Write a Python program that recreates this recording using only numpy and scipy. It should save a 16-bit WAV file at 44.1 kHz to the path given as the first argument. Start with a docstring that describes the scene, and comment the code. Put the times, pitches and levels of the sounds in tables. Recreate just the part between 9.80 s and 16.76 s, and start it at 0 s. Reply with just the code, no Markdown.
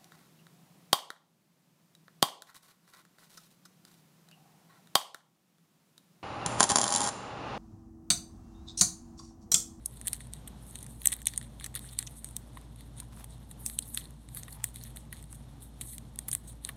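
"""Stiff clear plastic sleeve pages of a ring binder, bent and slid by hand close to a phone in a quiet room.
From the start a far fan hums and rushes, as filtered noise and a wavering sine, under snaps and short hiss.
Creases snap as bursts of slips coloured by resonances, loudest near 1.3 s; rubbing is grainy noise in the
same four bands. From 1.3 s short pitched ticks and low knocks join, each one narrow resonance; from 2.8 s
a few low scuffs of noise. Snaps thin out around 3 s, return, and crowd again from 6.4 s to the end near 7 s."""
import sys
import numpy as np
from scipy import signal
from scipy.fft import rfft, irfft, next_fast_len
from scipy.io import wavfile
from scipy.ndimage import uniform_filter1d

SR = 44100
rng = np.random.default_rng(int(sys.argv[2]) if len(sys.argv) > 2 else 0)


def to_wav(sig):
    """Store sig (one row per channel, or 1-D mono) as 16-bit WAV at the path in sys.argv[1].

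    Samples outside -1..1 are clipped; the rate is SR.
    """
    pcm = np.clip(np.atleast_2d(sig), -1, 1) * 32767
    pcm = np.round(pcm).astype(np.int16)
    wavfile.write(sys.argv[1], SR, pcm.T)  # frames by channels


N = 306936

# Settings named WANDER, FLICKER, PATCHY or CATCH scale walk(), whose rms is about 1.4.
# Source levels are ahead of the room and the phone.

# Creases snapping. Each row: start in seconds, peak of the high band in dB, low, mid and top bands
# over the high band in dB, tear decay in ms (limited to 0.1-9 in use).
CREASE_SNAPS = [(0.0593, -17.5, -51, -56.5, -2, 2.6), (0.214, -29, -15.5, -17, -12, 0.93),
                (0.271, -16.5, -34, -22, -11, 1.2), (0.275, -21.5, -13, -15, -3, 2.9),
                (0.2811, -19.5, -22, -9, 0.5, 3), (0.3313, -16.5, -17, -13, -7, 3.5),
                (0.4058, -36.5, -8, -7, -9, 2.3), (0.536, -25.5, -31, -10.5, -8, 0.47),
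                (0.6755, -34.5, -13.5, -10, -2, 5.1), (0.9558, -25.5, -28, -9.5, -9, 3.3),
                (0.988, -34.5, -29, -8.5, -9, 2.7), (1.0278, -33.5, -19, -24, -1, 4.3),
                (1.0646, -35.5, -12, -18, -8, 3), (1.2178, -40, -7.5, 1, 11, 2),
                (1.2572, -9.5, -18, -14.5, 1, 2.3), (1.2721, -2.5, -34, -46, -10, 1.8),
                (1.285, -35, -9, 1, -6, 3.7), (1.3193, -22.5, -19, -12, -7, 11),
                (1.3255, -21, -15, -18, -20, 1.6), (1.3281, -19, -13.5, -7, -8, 4.7),
                (1.338, -23, -40, -30, -1, 0.65), (1.418, -35, -10.5, -10, -4, 2.2),
                (1.4568, -22.5, -32, -12, -8, 0.53), (1.4699, -8.5, -22, -5.5, -7.5, 2.3),
                (1.482, -41, -19, 4, -6.5, 3.5), (1.5367, -39, -2.5, 1, -3, 3.8),
                (1.561, -33, -26, -7, -20, 1.5), (1.5766, -16, -24, -23.5, -14, 2.7),
                (1.6135, -37, -5, -4, -13, 2.3), (1.7991, -35, -23, -1.5, -25, 1.7),
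                (1.81, -43.5, 6, -8, -7, 2.8), (1.8425, -26.5, -12, -4, -7, 3.7),
                (1.855, -40, -8, -7, -12, 2.7), (1.8622, -30.5, -9.5, -11, 1, 3.3),
                (1.9426, -38, -8, -8, -11, 3), (1.9523, -25.5, -26, -5, 6.5, 1.83),
                (1.957, -28.5, -10, -9, -14, 9), (1.972, -35.5, -8, -0.5, -2, 6),
                (1.9928, -36.5, -14, -3, 4, 1.7), (2.1892, -12, -25, -14, -6, 2.27),
                (2.227, -28, -10, -10, -15, 1.4), (2.273, -40.5, -9, 4, -11, 3.3),
                (2.4448, -22, -23, -16.5, -7, 2.1), (2.566, -18.5, -30, -16, -4, 2.1),
                (2.7721, -47.5, 8.5, 3.5, -1, 4.2), (3.2011, -27, -19, -10, -7, 3.1),
                (3.4432, -32.5, -16, -11.5, -1, 2), (3.712, -36.5, -14, -10.5, -4, 5),
                (3.8626, -15.5, -31, -35, -7, 2.2), (3.8988, -35.5, -6, 0, 6, 0.67),
                (3.9888, -13.5, -63, -11, -1.5, 2), (4.023, -34.5, -35, -9, -11, 9.7),
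                (4.1462, -20.5, -27, -24, -5, 2.9), (4.1742, -24.5, -5, 3, 4, 2.7),
                (4.488, -39, -11.5, -8, -12, 2.4), (4.5478, -45, -6, -5, 15, 3.5),
                (4.571, -36.5, -4, -2, 7, 4), (4.6333, -29, -18, -12, -18, 1.7),
                (4.6812, -42.5, 1, -4, -1, 5.1), (4.7274, -39, -18, -18, 3, 4.6),
                (4.8418, -12.5, -16, -21.5, -3.5, 2.2), (4.9591, -33, -15, -5, 2.5, 2.6),
                (4.9688, -41, -11, -7, -7.5, 1.2), (5.038, -35.5, -28, -21, 8.5, 0.81),
                (5.161, -37.5, -11.5, -15, -2, 4.9), (5.3266, -35.5, 0, -7, 6, 5.5),
                (5.427, -38.5, -17, -25, -5, 2.2), (5.5275, -37, -36, -30, 2, 2.1),
                (6.0117, -24.5, -17, -12.5, -2, 3.1), (6.0157, -32, -39, -7, 2, 5.8),
                (6.182, -28, -20, -12, -9, 2.1), (6.3588, -40.5, -16, -8, 7, 1.1),
                (6.3892, -17.5, -21, -17.5, -6, 2.35), (6.4832, -31, -13, -13, 10, 5),
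                (6.488, -27, -15, -22, -15.5, 4.5), (6.515, -18, -46, -26, -28, 2.2),
                (6.5295, -17.5, -22, -13.5, -8, 4.9), (6.5506, -14.5, -21, -20, -3, 0.83),
                (6.8494, -19.5, -24, -9, -11, 1.8), (6.89, -28, -4.5, -5, -1.5, 4.8)]
# Lesser creases that tick clearly. Each row: start in seconds, peak of the high band in dB.
CLEAR_TICKS = [(0.3651, -42), (0.4703, -43.5), (1.0437, -41), (1.3654, -40.5), (1.6276, -40.5),
               (2.1111, -43), (2.8135, -45.5), (2.9602, -52), (3.008, -44), (3.1685, -47), (3.5803, -52),
               (4.3071, -44.5), (4.8534, -42), (5.0514, -44), (5.1708, -36), (5.3916, -46), (5.4405, -41.5),
               (6.2517, -55), (6.7287, -44)]
# Resonances that colour the snaps and hiss, in four bands. Each row: nominal frequency in Hz,
# width in Hz, relative strength in dB.
HIGH_MODES = [(6790, 650, -9.5), (7310, 990, -10.5), (8300, 980, -1), (9475, 580, 1.5)]
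LOW_MODES = [(1110, 180, 8.2), (1912, 307, 16.6)]
MID_MODES = [(3590, 610, 1.7), (4300, 610, -1.2)]
TOP_MODES = [(10510, 530, 17.9), (12420, 2100, 14), (13170, 1400, 14)]
LEAD_IN_DB, LEAD_IN_MS = -21, 4
RELEASE_MS, SLIP_SPREAD_DB = 18, 3.5  # first slip = RELEASE_MS / tear ms
LINGER = 0.5  # share of the tear that decays at the plain rate
PITCH_SPREAD, MODE_SPREAD_DB = 0.03, 2.5  # PITCH_SPREAD: relative, drawn per snap and band

# Mean levels of a small tick's low, mid and top bands, in dB over the high band.
SMALL_TICK_BANDS_DB = [-15, -8, -2]
TICK_COLOUR_DB, TICK_SPREAD_DB = 6.5, 2
TICK_OVER_HISS_DB = 10  # high band over dull hiss gain
TICK_TEAR_MS = 1.5  # median
TICK_CROWDING = 0.32  # exponent: pull of ticks towards firm strokes

# Strokes of sheet over sheet. Each row: start of full pressure in seconds, hold in seconds,
# high hiss gain in dB, dull (low and mid) and top hiss gains over high in dB.
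RUB_STROKES = [(0.073, 0.019, -62.5, -9.5, -3), (0.131, 0.1, -62, -5.5, 0), (.25, 0.12, -56.5, -2.5, -1),
               (0.389, 0.03, -58.5, -3, -10), (0.544, 0.0091, -53, -3, -4), (0.829, 0.027, -59, -13.5, 6),
               (.88, 0.024, -50, -12, 1), (0.952, 0.012, -49, -5.5, -2), (1.02, 0.0069, -59.5, 0, -12),
               (1.097, 0.18, -59.5, -9.5, 1.5), (1.262, .07, -49, -1, -3), (1.37, 0.038, -62.5, 0.5, -18),
               (1.471, 0.091, -57.5, 1, -6), (1.634, 0.0082, -54, -6, -8), (1.808, 0.025, -54, -0.5, -2),
               (1.96, 0.014, -55.5, 2, -9), (2.01, .12, -56.5, -3.5, -1), (2.2, 0.032, -50.5, -3, -4),
               (2.271, 0.13, -56.5, -9, -1), (2.459, 0.046, -54, -12.5, -7), (2.549, 0.02, -61.5, -2.5, -5),
               (2.75, 0.014, -58.5, -9, -7), (2.969, 0.039, -64, 1, -5), (3.188, 0.015, -55, -2.5, -7),
               (3.351, 0.068, -63, -9.5, 3.5), (3.52, .02, -58.5, -1.5, -4), (3.7, 0.016, -60, -10, 3),
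               (3.8, 0.039, -57.5, -21.5, 5), (3.86, 0.092, -48, -11, 2.5), (4.03, 0.17, -53, -13.5, 3),
               (4.179, 0.063, -54.5, 1, 0), (4.549, 0.045, -50, -5, 3.5), (4.629, 0.028, -59, -2, 4),
               (4.71, 0.023, -53.5, -7.5, 3), (4.85, 0.025, -52, -6.5, -8), (4.948, 0.13, -57, -1.5, 0.5),
               (5.175, 0.015, -57, -5.5, 1), (5.328, 0.07, -59.5, 0.5, -2),
               (5.519, 0.038, -58.5, -10.5, 0.5), (5.83, 0.015, -54, -7, 4.5), (6.03, 0.11, -50, -10, 3),
               (6.39, 0.024, -61.5, -5, 2), (6.493, 0.066, -59.5, 0.5, 1), (6.682, 0.022, -50.5, -10, -4),
               (6.849, 0.029, -56, 0, 3)]
PRESS_DB_PER_S, LIFT_DB_PER_S = 520.5, 369
REST_DB = -73  # gain floor: the sheets never lie quite still
GRIT_SPREAD_DB, BRIGHT_GRIT_DB, CATCH_DB = 2.0, -3, 3
PATCHY_DB, PATCHY_PER_S = 1.4, 60

# Short pitched ticks and low knocks, alone or within snaps. 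Each row: start in seconds, peak in dB,
# pitch in Hz.
PITCHED_TICKS = [(1.2715, -49, 790), (1.481, -32, 6000), (2.7703, -42.5, 1100), (4.158, -45, 5980),
                 (1.403, -44, 8450), (1.426, -41, 8700), (1.845, -36.5, 6200), (2.044, -46, 1600),
                 (2.089, -43, 4300), (2.2667, -36, 6150), (2.271, -32, 6240), (2.2747, -45, 2830),
                 (3.222, -47.5, 1030), (3.874, -46, 5800), (4.213, -45, 3300), (4.725, -43.5, 4420),
                 (5.036, -37, 5900), (6.487, -42.5, 1100), (6.8921, -40.5, 1150)]
PITCHED_WIDTH, PITCHED_MS = 0.17, 3.5  # width as share of pitch; decay of the driving noise

# Whole page shifting. Each row: start of full pressure in seconds, hold in seconds, gain in dB.
PAGE_SCUFFS = [(2.809, 0.024, -63.5), (3.2, 0.017, -65), (3.34, 0.09, -64), (4.73, 0.14, -60.5),
               (5.499, 0.04, -65)]
# Resonances that colour the scuffs. Each row: frequency in Hz, width in Hz, relative strength in dB.
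SCUFF_MODES = [(870, 200, 5.5), (1880, 3900, -6)]

# Spectrum of the fan's air. Each row: frequency in Hz, relative density in dB per Hz.
AIR_SPECTRUM = [(36, -23), (48, -3.5), (200, -5.5), (378, -17.5), (858, -19.5), (1380, -28), (2470, -35),
                (3480, -30), (4770, -35), (7090, -37.5), (9480, -41), (13000, -41), (15800, -57)]
# Narrow bands where the air booms. Each row: frequency in Hz, resonator width in Hz, rms in dB.
DRONE_BANDS = [(119, 14, -54.5), (147, 10, -61), (225, 12, -62), (291, 18, -68)]
AIR_DB, AIR_FLICKER_DB = -55, 1.1
HUM_HZ, HUM_WANDER_HZ, HUM_DB, HUM_WANDER_DB = 56.4, 0.27, -51.5, 0.5

ROOM_T60_S, ROOM_DB = 0.14, -21
DIP_HZ, DIP_WIDTH_HZ, DULL_HZ, TOP_HZ = 4790, 250, 15000, 16200


def undb(db):
    """Decibels to amplitude ratio."""
    return 10 ** (np.asarray(db) / 20)


def level(x, db):
    """Scale to an rms of db."""
    return x * undb(db) / np.sqrt(np.mean(x ** 2))


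def ring(x, modes, stretch=1, spread_db=0):
    """Sum of resonances of alternating sign; stretch shifts all, spread_db varies each one's strength."""
    size = next_fast_len(x.shape[-1] + 2048)
    f = np.fft.rfftfreq(size, 1 / SR) / stretch
    luck_db = spread_db * rng.standard_normal(np.shape(stretch) + (len(modes),))
    gain = 0
    for k, (hz, width_hz, db) in enumerate(modes):
        damping = 1j * f * width_hz
        resonance = damping / (hz ** 2 - f ** 2 + damping)
        gain = gain + (-1) ** k * undb(db + luck_db[..., k]) * resonance
    return irfft(rfft(x, size) * gain, size)[..., :x.shape[-1]]


def walk(rate_hz):
    """Normal random levels, rate_hz per second, joined by straight slews; rms about 1.4."""
    step = int(SR / rate_hz)
    held = np.repeat(rng.standard_normal(N // step + 1), step)
    return 1.72 * uniform_filter1d(held, step)[:N]


def snaps():
    """Faint noise swells briefly, one sharp slip follows, then smaller slips die away, in four bands."""
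    s, db, low_db, mid_db, top_db, tear_ms = np.vstack([CREASE_SNAPS, small_ticks()]).T
    size, lead = 1536, 512
    ms = (np.arange(size) - lead) / SR * 1000
    slip_gain = undb(SLIP_SPREAD_DB * rng.standard_normal((len(s), size)))
    slips = rng.standard_normal((len(s), size)) * slip_gain
    lead_in = undb(LEAD_IN_DB) * np.exp(np.minimum(ms, 0) / LEAD_IN_MS)
    tear = np.exp(-np.maximum(ms, 0) / np.clip(tear_ms, 0.1, 9)[:, None])
    tear *= LINGER + (1 - LINGER) * tear ** 2  # most of the strain is gone early
    slips *= np.where(ms < 0, lead_in, tear)
    slips[:, lead] = RELEASE_MS / np.clip(tear_ms, 0.5, 9)  # a slow tear starts softly
    stretch = 1 + PITCH_SPREAD * rng.standard_normal((len(s), 4))
    bands = ((HIGH_MODES, 0 * db), (LOW_MODES, low_db), (MID_MODES, mid_db), (TOP_MODES, top_db))
    ticks = 0
    for k, (modes, over_db) in enumerate(bands):
        band = ring(slips, modes, stretch[:, [k]], MODE_SPREAD_DB)
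        band = band / np.abs(band).max(axis=1, keepdims=True)
        ticks = ticks + band * undb(db + over_db)[:, None]
    out = np.zeros(N + size)
    for start, tick in zip((s * SR).astype(int), ticks):
        out[start:start + size] += tick
    return out[lead:N + lead]


def small_ticks(count=100):
    """Snap rows for lesser creases: the clear ones, then random ones, more and louder in rough, dull strokes."""
    dull = strokes()[1]
    odds = np.cumsum(dull ** TICK_CROWDING)
    at = np.searchsorted(odds, rng.random(count) * odds[-1])
    clear = len(CLEAR_TICKS)
    chance = rng.standard_normal((clear + count, 5))
    s, db = np.transpose(CLEAR_TICKS)
    s = np.append(s, at / SR)
    random_db = 20 * np.log10(dull[at]) + TICK_OVER_HISS_DB + TICK_SPREAD_DB * chance[clear:, 0]
    db = np.append(db, random_db)
    bands_db = np.array(SMALL_TICK_BANDS_DB) + TICK_COLOUR_DB * chance[:, 1:4]
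    tear_ms = TICK_TEAR_MS * np.exp(0.46 * chance[:, 4])
    return np.column_stack([s, db, bands_db, tear_ms])


def rubbing():
    """Sheets drag over each other: a hiss that flutters, in the same resonances as the snaps."""
    flutter = undb(2.0 * walk(50))
    grit = level(fizz(900, GRIT_SPREAD_DB), 0)
    bright_grit = undb(BRIGHT_GRIT_DB) * grit
    high_gain, dull_gain, top_gain = strokes()
    high = high_gain * drag(HIGH_MODES, -0.25, bright_grit, flutter)
    top = top_gain * drag(TOP_MODES, -3.5, bright_grit, flutter)
    mid = drag(MID_MODES, -5.0, undb(-5.5) * grit, flutter)
    low = drag(LOW_MODES, -10.0, grit, flutter)
    return high + top + dull_gain * (mid + low)


def strokes():
    """High, dull and top hiss gains over time, from hand pressure above a resting floor."""
    s, held_s, db, dull_db, top_db = np.transpose(RUB_STROKES)
    return [np.hypot(pressure(s, held_s, d), undb(REST_DB)) for d in (db, db + dull_db, db + top_db)]


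def pressure(s, held_s, db):
    """Gain over time: each stroke rises, holds and fades at fixed dB rates; overlaps add in power."""
    t = np.arange(0, N + 64, 64)[:, None] / SR
    rise_db = PRESS_DB_PER_S * np.maximum(s - t, 0)
    fall_db = LIFT_DB_PER_S * np.maximum(t - s - held_s, 0)
    gain = np.sqrt(np.sum(undb(db - rise_db - fall_db) ** 2, axis=1))
    return np.interp(np.arange(N) / SR, t[:, 0], gain)


def drag(modes, db, grit, flutter):
    """Grainy friction noise that catches, through one band's modes; each tone's level wanders at random."""
    force = rng.standard_normal(N) + grit * undb(CATCH_DB * walk(120))
    out = 0
    for k, mode in enumerate(modes):
        patchy = undb(PATCHY_DB * walk(PATCHY_PER_S))
        out = out + (-1) ** k * ring(force * flutter * patchy, [mode])
    return level(out, db)


def fizz(per_s, spread_db):
    """Tiny slips at random moments, a few much larger than the rest."""
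    hits = rng.random(N) < per_s / SR
    return hits * rng.standard_normal(N) * undb(spread_db * rng.exponential(size=N))


def pitched_ticks():
    """Short pitched ticks and low knocks: a decaying noise burst rings one narrow resonance."""
    size = 1024
    ms = np.arange(size) / SR * 1000
    out = np.zeros(N + size)
    for (s, db, hz), burst in zip(PITCHED_TICKS, rng.standard_normal((len(PITCHED_TICKS), size))):
        tick = ring(burst * np.exp(-ms / PITCHED_MS), [(hz, PITCHED_WIDTH * hz, 0)])
        tick = ring(tick, [(hz, 4 * PITCHED_WIDTH * hz, 0)])  # steeper skirts
        start = int(s * SR)
        out[start:start + size] += tick / np.abs(tick).max() * undb(db)
    return out[:N]


def scuffs():
    """The whole page shifts with a low, grainy brush: friction noise in two resonances."""
    grit = level(fizz(300, 0.95), 0)
    brush = drag(SCUFF_MODES, 0, grit, undb(2.0 * walk(33)))
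    return pressure(*np.transpose(PAGE_SCUFFS)) * brush


def fan():
    """A wavering motor tone and a booming drone with the gently flickering rush of air."""
    f = np.fft.rfftfreq(N, 1 / SR)
    hz, db = np.transpose(AIR_SPECTRUM)
    air_gain = undb(np.interp(np.log(f + 1), np.log(hz), db))
    air = irfft(rfft(rng.standard_normal(N)) * air_gain, N)
    air = level(air, AIR_DB) * undb(AIR_FLICKER_DB * walk(14))
    phase = 2 * np.pi * np.cumsum(HUM_HZ + HUM_WANDER_HZ * walk(12)) / SR
    hum = np.sqrt(2) * np.sin(phase) * undb(HUM_DB + HUM_WANDER_DB * walk(25))
    drone = 0
    for hz, width_hz, db in DRONE_BANDS:
        band = ring(rng.standard_normal(N), [(hz, width_hz, 0)])
        drone = drone + level(ring(band, [(hz, 2 * width_hz, 0)]), db)
    return air + hum + drone


def surroundings():
    """Impulse response: direct sound and the short, decaying noise tail of a carpeted room."""
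    t = np.arange(int(0.3 * SR)) / SR
    noise = np.diff(rng.standard_normal(len(t) + 1))  # tilted to treble
    tail = noise * np.exp(-np.log(1000) * t / ROOM_T60_S) * np.clip(t / 0.027, 0, 1)
    reply = undb(ROOM_DB) * tail / np.sqrt(np.sum(tail ** 2))
    reply[0] = 1
    return reply


def scene():
    """Pages sound in the room; the fan is added without its tail."""
    handling = snaps() + pitched_ticks() + rubbing() + scuffs()
    pages = signal.fftconvolve(handling, surroundings())[:N]
    return (pages + fan())[None]


def record(dry):
    """The phone's case leaves a dip and dulls the top, which is then cut."""
    notched = signal.lfilter(*signal.iirnotch(DIP_HZ, DIP_HZ / DIP_WIDTH_HZ, fs=SR), dry)
    dipped = 0.5 * (notched + dry)  # half-depth dip
    dull = signal.sosfilt(signal.butter(3, DULL_HZ, fs=SR, output="sos"), dipped)
    return signal.sosfilt(signal.ellip(10, 0.2, 80, TOP_HZ, fs=SR, output="sos"), dull)


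dry = scene()
out = record(dry)
to_wav(out)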